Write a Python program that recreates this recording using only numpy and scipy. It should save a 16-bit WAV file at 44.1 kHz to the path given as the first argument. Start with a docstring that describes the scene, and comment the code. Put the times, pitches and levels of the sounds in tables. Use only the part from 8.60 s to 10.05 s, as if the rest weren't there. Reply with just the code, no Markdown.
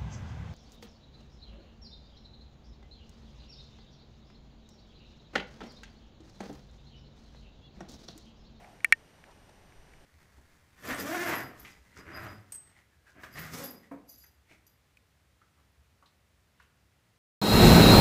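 """Under the ice of a lake, a camera hangs in a watertight case. Something knocks twice on the case,
which rings near 2 kHz, only briefly because the water damps it. Faint ticks come before and after.
Behind them are a low wash of water, soft swishes, traces of fizz and a deep rumble as the camera
sways, all made of shaped noise, and the hiss and thin whine of the camera's electronics."""
import sys
import numpy as np
from scipy import signal
from scipy.fft import rfft, irfft
from scipy.io import wavfile

SR = 44100
rng = np.random.default_rng(int(sys.argv[2]) if len(sys.argv) > 2 else 0)


def dump(signal):
    """Clip the signal to [-1, 1] and save it as 16-bit WAV at the path in sys.argv[1]."""
    limited = np.clip(np.atleast_2d(signal).T, -1, 1)
    pcm = np.round(limited * 32767).astype(np.int16)
    wavfile.write(sys.argv[1], SR, pcm)


N = 63945
T = np.arange(N) / SR

# how strong the wash and hiss are from low to high: (frequency [Hz], relative level [dB])
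WASH_SPECTRUM = [(12, -31), (20, -6), (32, -5), (144, -9.5), (352, -14.5), (834, -16.5), (1230, -22.5),
                 (1770, -21), (4070, -30), (5690, -31.5), (8400, -38), (9130, -37), (9930, -40),
                 (14300, -44), (15500, -57)]
# how their loudness drifts: (time [s], added level [dB])
WASH_SWELL = [(0, 3), (0.2, 0.5), (0.45, 0.03), (0.95, -0.04), (1.3, 0), (1.45, 0.5)]
# tones of the electronics: (frequency [Hz], level [dB], flutter depth [0-1])
WHINE_TONES = [(2927, -81, .4), (5853, -81.5, .35), (8778, -80.5, 0.11), (11707, -86, .35)]
# sways of the camera: (start [s], length [s], level [dB])
SWAYS = [(0.988, 0.13, -57), (1.142, 0.12, -50), (1.29, 0.15, -56.5)]
# soft swishes of water: (start [s], length [s], level [dB], centre frequency [Hz], width [Hz])
SWISHES = [(-0.08, 0.25, -56, 723, 200), (-0.05, 0.15, -66, 1820, 1370), (0.659, 0.077, -60, 820, 714),
           (0.890, 0.0091, -55, 760, 300), (1.256, 0.098, -68, 1680, 690)]
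# faint fizz in the water: (start [s], length [s], level [dB])
FIZZES = [(0.706, 0.018, -68), (0.891, 0.0089, -62.5)]
# tones the case rings with: (frequency [Hz], relative level [dB], time to fade by 60 dB [s])
CASE_TONES = [(831.7, -22.5, 0.0092), (1560, -4, 0.0057), (1832, -6, .033), (1957, -1, .0105),
              (2302, -1.05, .0183), (2668, -14, 0.0216), (2823, -22, .024), (3295, -17, .011),
              (4190, -17.5, 0.0088), (5582, -22.5, .014), (6856, -22, .0055), (8550, -11.5, .0033),
              (10150, -15.5, .004), (12610, -14.5, .0019)]
# narrow bands where the case barely vibrates: (frequency [Hz], width [Hz], depth [dB])
CASE_NOTCHES = [(980, 411, -16.5), (2508, 160, -15), (3046, 217, -34.5), (3737, 207, -13), (4830, 230, -10),
                (6100, 180, -5), (7800, 319, -13.5), (8500, 293, -10), (11392, 590, -30)]
# faint ticks on the case: (time [s], level [dB], share of the full ring time [0-1])
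TICKS = [(0.0445, -41.5, 0.59), (0.204, -37.5, 0.49), (0.6399, -28.5, 0.19), (1.1226, -47.5, 0.56),
         (1.3358, -44, 0.66)]
# knocks on the case: (time [s], level [dB], extra lows [dB], extra middle [dB], extra highs [dB])
KNOCKS = [(0.2453, -7.5, -3, -6.5, 3.5), (0.3238, -0.5, 0.5, 0, 0)]


def from_db(db):
    """Turn decibels into a number to multiply a sound by."""
    return 10 ** (np.asarray(db) / 20)


def unit_level(x):
    """Scale a sound so that its average level (rms) is 1."""
    return x / np.sqrt(np.mean(x ** 2) + 1e-20)


def keep_band(x, kind, hz, order):
    """Keep the "low" or "high" side of a frequency; a higher order cuts the rest more steeply."""
    return signal.sosfilt(signal.butter(order, hz, kind, fs=SR, output="sos"), x + 1e-18)


def resonant_noise(hz, width_hz):
    """Noise passed twice through one resonance, so it gathers around one pitch."""
    b, a = signal.iirpeak(hz, hz / width_hz, fs=SR)
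    once = signal.lfilter(b, a, rng.standard_normal(2 * N))
    return unit_level(signal.lfilter(b, a, once)[N:])  # the filter has settled by the second half


def arch(start, length):
    """A loudness curve that rises and falls as half a sine wave."""
    return np.sin(np.pi * np.clip((T - start) / length, 0, 1))


def wash_and_hiss(level_db=-59):
    """The water makes a steady dull noise that runs up into the faint hiss of the electronics."""
    hz, db = np.transpose(WASH_SPECTRUM)
    all_hz = np.maximum(np.arange(N // 2 + 1) * SR / N, 1)
    gains = from_db(np.interp(np.log(all_hz), np.log(hz), db))
    noise = irfft(rfft(rng.standard_normal(N)) * gains, N)
    noise = unit_level(keep_band(noise, "low", hz=14800, order=16))
    swell_db = np.interp(T, *np.transpose(WASH_SWELL))
    return from_db(level_db + swell_db) * noise


def electronics_whine(flutter_hz=29.99):
    """The electronics give off four thin, high tones whose loudness flutters slightly."""
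    out = np.zeros(N)
    for hz, db, depth in WHINE_TONES:
        phase, flutter_phase = rng.uniform(0, 2 * np.pi, 2)
        flutter = 1 + depth * np.sin(2 * np.pi * flutter_hz * T + flutter_phase)
        out += from_db(db) * unit_level(flutter * np.sin(2 * np.pi * hz * T + phase))
    return out


def sway_rumble():
    """The water pressure swells in a deep rumble as the camera sways."""
    noise = keep_band(rng.standard_normal(2 * N), "low", hz=25, order=2)[N:]
    loudness = sum(from_db(db) * arch(start, length) for start, length, db in SWAYS)
    return loudness * unit_level(noise)


def stirring_water():
    """Water stirs around the case in short hollow swishes and traces of fizz."""
    swishes = sum(from_db(db) * arch(start, length) * resonant_noise(hz, width_hz)
                  for start, length, db, hz, width_hz in SWISHES)
    fizz_loudness = sum(from_db(db) * arch(start, length) for start, length, db in FIZZES)
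    return swishes + fizz_loudness * resonant_noise(hz=3800, width_hz=5300)


def case_ring(start, level_db, low_db=0, middle_db=0, high_db=0, ring_share=1, rise_s=0.00014):
    """One hit sets all the tones of the case ringing, and the water quickly damps them."""
    age = np.maximum(T - start, 0)
    out = np.zeros(N)
    for k, (hz, tone_db, fade_s) in enumerate(CASE_TONES):
        extra_db = low_db * (hz < 1900) + middle_db * (3000 < hz < 6200) + high_db * (hz > 7500)
        gain = from_db(level_db + tone_db + extra_db)
        fade = from_db(-60 * np.minimum(age / (fade_s * ring_share), 10))
        direction = (-1) ** k  # neighbouring tones start in opposite directions
        out += direction * gain * fade * np.sin(2 * np.pi * hz * age)
    return out * (1 - np.exp(-age / rise_s))


def knocks_and_ticks():
    """Hits as heard inside the case, hollowed out at the pitches where it barely vibrates."""
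    knocks = sum(case_ring(*knock) for knock in KNOCKS)
    ticks = sum(case_ring(start, db, ring_share=share) for start, db, share in TICKS)
    out = knocks + ticks
    for hz, width_hz, depth_db in CASE_NOTCHES:
        b, a = signal.iirpeak(hz, hz / width_hz, fs=SR)
        band = signal.lfilter(b, a, out + 1e-18)
        out -= (1 - from_db(depth_db)) * band
    out = keep_band(out, "high", hz=100, order=1)
    return keep_band(out, "low", hz=13900, order=8)


def scene():
    """All the sounds add up at one microphone."""
    background = wash_and_hiss() + stirring_water() + sway_rumble() + electronics_whine()
    return (background + knocks_and_ticks())[None]


def record(dry):
    """The very highest treble is cut off steeply."""
    return keep_band(dry, "low", hz=16240, order=16)


dry = scene()
out = record(dry)
dump(out)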